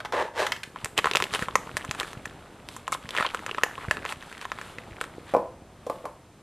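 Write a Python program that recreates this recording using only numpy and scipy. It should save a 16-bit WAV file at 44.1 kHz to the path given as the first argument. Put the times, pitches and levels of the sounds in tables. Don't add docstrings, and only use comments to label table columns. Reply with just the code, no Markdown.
import sys
import numpy as np
from scipy import signal
from scipy.fft import rfft, irfft, next_fast_len
from scipy.io import wavfile

SR = 44100
rng = np.random.default_rng(int(sys.argv[2]) if len(sys.argv) > 2 else 0)


def master_out(mix):
    frames = np.transpose(np.atleast_2d(mix))
    ceiling = np.clip(frames, -1, 1)
    pcm = np.round(ceiling * 32767).astype(np.int16)
    wavfile.write(sys.argv[1], SR, pcm)


N = 283122
TIME = np.arange(N) / SR
TREBLE_SPREAD = .27

# (time [s], ring level [dB], pitch [Hz], ring t60 [cycles], snap level [dB])
FRACTURES = [(0.7603, -31, 970, 6.3, -61), (0.846, -28.5, 2320, 4, -28), (0.858, -28.5, 1520, 2, -40),
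             (0.978, -19, 2850, 19, -26.5), (0.9901, -19, 2180, 5, -48), (1.044, -17.5, 1570, 7.1, -44),
             (1.057, -18.5, 1230, 4.9, -38), (1.0705, -18, 1180, 10, -45), (1.113, -22.5, 2920, 3.1, -38.5),
             (1.1352, -26, 2740, 20, -38), (1.1509, -17.5, 1210, 2.9, -42), (1.1563, -16.5, 2800, 9.1, -27),
             (1.17, -17, 2550, 4, -28.5), (1.202, -22.5, 1100, 3, -38), (1.2237, -20, 2230, 3.3, -32),
             (1.24, -24.5, 2910, 11, -36), (1.338, -21.5, 1790, 2, -38), (1.349, -23, 3010, 24, -34),
             (1.3572, -26, 1530, 2.1, -49), (1.393, -28.5, 1750, 2.4, -44), (1.424, -24.5, 1740, 19, -44),
             (1.4845, -25, 1100, 8, -50), (1.5552, -12, 1170, 9.1, -24), (1.7688, -20.5, 1750, 4.5, -31),
             (1.8492, -32, 1330, 3.2, -42), (1.9116, -24, 1880, 1.4, -32), (1.949, -33.5, 1620, 16, -46),
             (1.9998, -25, 3340, 6.8, -34), (2.0092, -28.5, 1600, 8.5, -43), (2.0311, -29, 1720, 22, -43),
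             (2.1316, -37.5, 1620, 1.8, -45.5), (2.2562, -30, 1730, 12, -40.5),
             (2.688, -34, 3300, 1.5, -46), (2.765, -35, 1020, 4.7, -40), (2.8789, -24, 1130, 4.9, -40),
             (2.922, -29.5, 1260, 5, -30.5), (2.9257, -20.5, 1210, 25, -39), (2.9487, -26.5, 1120, 7, -50),
             (3.0909, -32, 2710, 1.6, -45), (3.1073, -32.5, 3440, 16, -43), (3.1503, -26.5, 1210, 4.2, -46),
             (3.166, -26, 2920, 17, -49), (3.1754, -24, 2330, 7, -42), (3.1845, -20, 1750, 20, -46),
             (3.1998, -22.5, 1550, 11, -55), (3.2078, -20.5, 1240, 23, -44), (3.226, -20.5, 1430, 9.7, -54),
             (3.2487, -24, 1054, 24, -58), (3.2644, -25, 3180, 26, -61), (3.3466, -22, 1380, 9, -39),
             (3.3924, -36, 1830, 4, -52), (3.4638, -27.5, 1700, 6.8, -38.5), (3.5126, -27.5, 2860, 25, -51),
             (3.547, -29.5, 1660, 15, -54), (3.5833, -22.5, 1230, 20, -50), (3.6349, -13, 1810, 11, -25.5),
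             (3.779, -32, 1090, 19, -64), (3.911, -15, 1740, 17, -32.5), (3.97, -29, 1640, 9, -52),
             (4.0519, -26.5, 1240, 5, -43.5), (4.0613, -29, 2060, 6, -54), (4.124, -27.5, 1640, 2.9, -41),
             (4.2255, -38.5, 1800, 11, -54), (4.327, -37.5, 1900, 6.2, -53),
             (4.3796, -41.5, 1800, 4.6, -51), (4.4138, -37, 2110, 2, -47.5), (4.453, -27.5, 1060, 6.1, -47),
             (4.518, -24, 1280, 1.5, -46), (4.5873, -32, 1300, 2.6, -60), (4.614, -32.5, 1650, 13, -47.5),
             (4.7847, -32.5, 1990, 20, -54), (5.0126, -23, 1530, 13, -36), (5.0402, -32, 1500, 5.3, -46)]
# (centre [s], width [s], grind level [dB], hiss level [dB])
RUSTLE_SWELLS = [(0.986, 0.0076, -22, -33.5), (1.071, 0.03, -38, -46), (1.18, 0.035, -46, -48),
                 (1.349, 0.017, -32.5, -35.5), (1.415, 0.027, -37.5, -42.5), (1.774, 0.0055, -51, -36),
                 (2.002, 0.014, -34, -43), (2.08, 0.038, -48.5, -50), (2.74, 0.041, -56, -51.5),
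                 (2.937, 0.011, -44, -36), (3.199, 0.042, -32.5, -43.5), (3.255, 0.015, -33.5, -60),
                 (3.35, 0.018, -58, -53), (3.49, 0.012, -39.5, -62), (3.83, 0.03, -44, -55),
                 (3.93, 0.022, -46, -49), (4.105, 0.02, -37.5, -42), (4.3, 0.06, -53, -55.5),
                 (4.424, 0.013, -42.5, -49.5), (4.65, 0.096, -48.5, -55), (5.036, 0.019, -49, -51),
                 (5.301, 0.037, -49, -56)]
# (time [s], relative level [dB])
RUSTLE_LEVEL = [(0.55, -78), (0.81, -43), (1.05, -64), (1.22, -38.5), (1.38, -44.5), (1.95, -42),
                (2.4, -49.5), (2.71, -52.5), (3.28, -41.5), (5.34, -50), (5.57, -72), (5.85, -52),
                (6.03, -50), (6.21, -74), (6.42, -74)]
# (frequency [Hz], level [dB])
CRUMB_SPECTRUM = [(400, -0.5), (700, 1), (1200, 7.5), (1900, 2.5), (3000, -1), (4500, -11), (6000, -56)]
# (frequency [Hz], level [dB])
MOUTH_SPECTRUM = [(3500, 6.5), (5000, -2), (6000, -4.5), (7800, -1), (10000, -3), (13000, -11)]
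# (time [s], level [dB], pitch [Hz])
TABLE_THUMPS = [(0.839, -26.5, 104), (0.987, -37, 146), (1.322, -31, 129), (1.422, -20, 216),
                (1.742, -28.5, 97), (1.889, -22.5, 137), (2.171, -25.5, 126), (3.047, -30, 132),
                (3.203, -26.5, 208), (3.882, -19, 107), (4.169, -32.5, 123), (4.914, -30, 91.5),
                (5.182, -22.5, 420)]
# (start [s], attack [s], hold [s], level [dB], treble gain [dB])
DRAG_STROKES = [(0.119, 0.015, 0.084, -25.5, -1.5), (0.329, 0.07, 0.019, -26, 9)]
# (frequency [Hz], level [dB])
DRAG_SPECTRUM = [(100, -13), (160, -21), (230, -16.5), (380, -0.5), (640, 4.5), (776, -2.5), (935, 3),
                 (1330, -8), (1730, -4.5), (2290, -13.5), (4010, -19.5), (4830, -25.5), (8620, -32),
                 (13000, -42)]
# (time [s], relative level [dB], pitch [Hz])
DRAG_CLACKS = [(0.003, -33, 1350), (0.049, -31, 990), (0.056, -32, 1310), (0.1232, -27, 1080),
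               (0.466, -23.5, 2210), (0.52, -22, 2220), (0.563, -38, 2250), (0.633, -31, 2680)]
# (time [s], level [dB], contact brightness [Hz], tick level [dB])
WOOD_KNOCKS = [(5.338, -17.5, 1400, -43), (5.347, -10, 790, -54), (5.365, -14.5, 645, -47),
               (5.866, -24, 580, -46), (5.898, -20, 1260, -42), (6.042, -33, 800, -71),
               (6.054, -26, 2500, -45)]
# (frequency [Hz], level [dB], t60 [s])
WOOD_MODES = [(304, -8, 0.029), (469, -2.5, 0.04), (576, 8, 0.019), (645, 4.5, 0.019), (860, 0, 0.0097),
              (1031, 0.5, 0.041), (1136, 1, 0.0089), (1500, -18, 0.058), (1680, -19, 0.018),
              (2430, -8, 0.013)]
# (frequency [Hz], t60 [s])
ROOM_DECAY = [(200, 0.4), (550, 0.37), (1400, 0.34), (4000, 0.18), (12000, 0.46)]
# (time [s], relative level [dB])
LOW_NOISE_LEVEL = [(0.0, -45.5), (0.25, -53.5), (0.62, -52.5), (1.25, -46), (1.39, -45), (3.7, -51.5),
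                   (3.95, -43.5), (4.29, -54), (4.85, -46.5), (6.42, -55.5)]
# (frequency [Hz], level [dB])
RUMBLE_SPECTRUM = [(25, -7), (60, -4.5), (100, -5), (200, -8), (400, -7), (700, -7.5), (1200, -14)]
# (frequency [Hz], level [dB])
SHUFFLE_SPECTRUM = [(50, -4), (110, 1), (250, 1.5), (450, -3), (700, -8), (1200, -28)]
# (frequency [Hz], level [dB])
AIR_SPECTRUM = [(25, -6.5), (97, 5.5), (340, -6.5), (600, -27), (1140, -11.5), (1520, -15.5), (3250, -18.5),
                (5630, -24), (8550, -23.5), (13000, -33)]


def kibble_cracks(upper_ratio=1.222, upper_db=-9, grit_db=-11, grit_t60=0.017, snap_hz=7500,
                  snap_t60=0.0022, splinter_t60=0.035, bowl_hz=540, bowl_t60=0.024, nudge_db=-9.5):
    out, t = np.zeros((2, N)), TIME[:SR // 40]
    for s, ring_db, hz, cycles, snap_db in FRACTURES:
        shape, size, spot = np.exp([0.2, 0.08, 0.2] * rng.standard_normal(3))
        t60 = max(cycles, 2) / hz
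        upper = as_click(ring(t, hz * upper_ratio * shape, t60))
        tone = as_click(ring(t, hz, t60)) + from_db(upper_db) * upper
        grit = as_click(butter(burst(t, grit_t60), [900, 4000], "band"))
        tone = as_click(butter(tone + from_db(grit_db) * grit, [650, 3.2 * hz], "band"))
        splinters = np.array([burst(t, splinter_t60), burst(t, splinter_t60)])
        splinters = as_click(widen_treble(splinters, TREBLE_SPREAD))
        snap = as_click(ring(t, snap_hz * size, snap_t60)) + 2 * from_db(-5) * splinters
        beam = from_db(rng.normal(0, 1) * np.array([[1], [-1]]))
        snap = np.sqrt(2) * as_click(beam * butter(snap, [5000, 13000], "band", order=3))
        bowl = as_click(butter(ring(t, bowl_hz * spot, bowl_t60), [150, 950], "band", order=1))
        add(out, s, from_db(ring_db) * (tone + from_db(nudge_db) * bowl) + from_db(snap_db) * snap)
    return out


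def chewing_and_scuffing(crumb_db=-9, mouth_db=-14, tick_db=-4, swell_tick_db=-8, busy_db=-45):
    rustle_db = in_time(RUSTLE_LEVEL)
    grind_power, fizz_power = 0, 0
    for s, width, grind_db, hiss_db in RUSTLE_SWELLS:
        swell = np.exp(-np.minimum(((TIME - s) / width) ** 2, 40))
        grind_power += from_db(grind_db) ** 2 * swell
        fizz_power += from_db(hiss_db) ** 2 * swell
    grind, fizz = np.sqrt(grind_power), np.sqrt(fizz_power)
    crumbs = colour(grains(1200, 2.6) + from_db(-6) * rng.standard_normal(N), CRUMB_SPECTRUM)
    wet_clicks = np.array([grains(2500, 2.0), grains(5000, 1.5)])
    mouth = colour(widen_treble(wet_clicks, TREBLE_SPREAD), MOUTH_SPECTRUM)
    ticking = from_db(tick_db + busy_db + 1.8 * (rustle_db - busy_db))
    return (np.hypot(from_db(rustle_db + crumb_db), grind) * crumbs
            + np.hypot(from_db(rustle_db + mouth_db), fizz) * mouth
            + np.hypot(ticking, from_db(swell_tick_db) * grind) * crumb_ticks())


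def crumb_ticks(per_s=70, spread_db=3.5, cycles=11, sizes=12):
    out, t = np.zeros(N), TIME[:SR // 80]
    for hz in np.geomspace(850, 3400, sizes):
        tick = as_click(ring(t, hz, cycles / hz))
        ticks = signal.oaconvolve(grains(per_s / sizes, spread_db), tick)[:N]
        out += ticks * from_db(at_hz(CRUMB_SPECTRUM, hz) / 2)
    return rms_one(out)


def bowl_reflections(x, t60=0.024, delay_s=.0012):
    t = TIME[:SR // 10]
    return echo(x, np.array([burst(t, t60), burst(t, t60)]) * (t > delay_s))


def table_thumps(t60_cycles=3.6, upper_db=-8):
    out, t = np.zeros(N), TIME[:SR // 8]
    for s, db, hz in TABLE_THUMPS:
        t60 = t60_cycles / hz
        swing = ring(t, hz, t60) + from_db(upper_db) * ring(t, 1.54 * hz, t60 / 2)
        add(out, s, from_db(db) * butter(swing, [55, 850], "band"))
    return out


def dragging(treble_hz=3000, release_db_per_s=258):
    scrape = colour(grains(3000, 2.9), DRAG_SPECTRUM)
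    treble = butter(scrape, treble_hz, "high", order=1)
    out = np.zeros(N)
    for s, attack, hold, db, treble_db in DRAG_STROKES:
        rise = np.clip((TIME - s) / attack, 0, 1) ** 2
        fall_db = release_db_per_s * np.maximum(TIME - s - attack - hold, 0)
        out += rise * from_db(db - fall_db) * (scrape + (from_db(treble_db) - 1) * treble)
    return out


def clacks(t60=0.035, edge_db=-10, edge_ratio=3.3):
    out, t = np.zeros(N), TIME[:SR // 10]
    for s, db, hz in DRAG_CLACKS:
        core = as_click(butter(burst(t, t60), [0.5 * hz, 1.3 * hz], "band"))
        edge = as_click(butter(burst(t, t60), [3000, max(edge_ratio * hz, 4000)], "band", order=1))
        add(out, s, from_db(db + 2) * (core + from_db(edge_db) * edge))
    return out


def wood_knocks(thud_t60=0.053, scuff_db=-36, scuff_t60=1.0, tick_t60=0.042):
    out, t = np.zeros(N), TIME[:SR * 2 // 3]
    for s, db, contact_hz, tick_db in WOOD_KNOCKS:
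        scatter_db = rng.normal(0, 2, len(WOOD_MODES))
        modes = sum((-1) ** k * from_db(mode_db + scatter_db[k]) * ring(t, hz, t60)
                    for k, (hz, mode_db, t60) in enumerate(WOOD_MODES))
        thud = 2 * from_db(-8) * as_click(butter(burst(t, thud_t60), [480, 1000], "band", order=3))
        scuff = from_db(scuff_db) * burst(t, scuff_t60)
        blow = butter(modes + thud + scuff, [230, max(contact_hz, 400)], "band", order=1)
        tick = as_click(butter(burst(t, tick_t60), [1200, 8000], "band", order=1))
        add(out, s, from_db(db) * blow + from_db(tick_db) * tick)
    return out


def tiled_room(x, build_s=0.0064):
    t, edges_hz = TIME[:SR * 2 // 3], np.geomspace(80, 16000, 9)
    tail = 0
    for low, high in zip(edges_hz, edges_hz[1:]):
        band = butter(rng.standard_normal((2, len(t))), [low, high], "band")
        tail += band * from_db(-60 * t / at_hz(ROOM_DECAY, np.sqrt(low * high)))
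    return echo(x, tail * (1 - np.exp(-t / build_s)))


def low_noise(rumble_db=-2, shuffle_db=-5):
    level_db = in_time(LOW_NOISE_LEVEL)
    bumps = butter(grains(60, 3) + 1e-18, [70, 500], "band")
    rumble = from_db(level_db + rumble_db) * colour(rng.standard_normal(N), RUMBLE_SPECTRUM)
    return rumble + from_db(level_db + shuffle_db) * colour(bumps, SHUFFLE_SPECTRUM)


def room_tone():
    return widen_treble(colour(rng.standard_normal((2, N)), AIR_SPECTRUM), width=0.79)


def widen_treble(sound, width):
    mid, side = sound
    return mid + width * butter(side, 5400, "high", order=8) * np.array([[1], [-1]])


def echo(x, tail, width=0.38):
    tail = tail / np.sqrt(np.sum(tail ** 2, axis=-1, keepdims=True))
    return signal.fftconvolve(x[None], widen_treble(tail, width), axes=-1)[:, :N]


def ring(t, hz, t60):
    return np.sin(2 * np.pi * hz * t) * from_db(-60 * t / t60)


def burst(t, t60):
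    return rng.standard_normal(len(t)) * from_db(-60 * t / t60)


def grains(per_s, spread_db):
    chance, draw = rng.random((2, N))
    born, out = chance < per_s / SR, np.zeros(N)
    draw = 2 * draw[born] - 1
    size = np.minimum(-np.log(np.abs(draw) + 1e-9), 4)
    out[born] = np.sign(draw) * from_db(spread_db * size)
    return rms_one(out)


def colour(x, spectrum):
    size = next_fast_len(N)
    hz = np.maximum(np.arange(size // 2 + 1) * SR / size, 1)
    skirts = np.minimum(hz / spectrum[0][0], 1) ** 2 * np.minimum(spectrum[-1][0] / hz, 1) ** 2
    return rms_one(irfft(rfft(x, size) * from_db(at_hz(spectrum, hz)) * skirts, size)[..., :N])


def butter(x, hz, kind, order=2):
    return signal.sosfilt(signal.butter(order, np.clip(hz, 10, .45 * SR), kind, fs=SR, output="sos"), x)


def add(out, s, sound):
    i = max(round(s * SR), 0)
    out[..., i:i + sound.shape[-1]] += sound[..., :N - i]


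def in_time(curve):
    return np.interp(TIME, *np.transpose(curve))


def at_hz(table, hz):
    table_hz, values = np.transpose(table)
    return np.interp(np.log(hz), np.log(table_hz), values)


def as_click(x):
    return x * np.sqrt(.004 * SR / np.sum(x ** 2))


def rms_one(x):
    return x / np.sqrt(np.mean(x ** 2) + 1e-20)


def from_db(db):
    return 10 ** (np.asarray(db) / 20)


def scene(bowl_db=-10, near_room_db=-15, drag_room_db=-10, knock_room_db=-7, air_db=-56):
    bites, drag, wood = kibble_cracks(), dragging() + clacks(), wood_knocks()
    near = bites.mean(axis=0)
    to_room = from_db(near_room_db) * near + from_db(drag_room_db) * drag + from_db(knock_room_db) * wood
    air = from_db(air_db) * room_tone()
    crunch = bites + from_db(bowl_db) * bowl_reflections(near)
    direct = crunch + chewing_and_scuffing() + table_thumps() + drag + wood
    return direct + tiled_room(to_room) + low_noise() + air


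def record(dry):
    ceiling, cutoff_hz = .9, 13100
    rounded = dry / (1 + (dry / ceiling) ** 6) ** (1 / 6)
    return signal.sosfilt(signal.ellip(10, .2, 85, cutoff_hz, fs=SR, output="sos"), rounded)


dry = scene()
out = record(dry)
master_out(out)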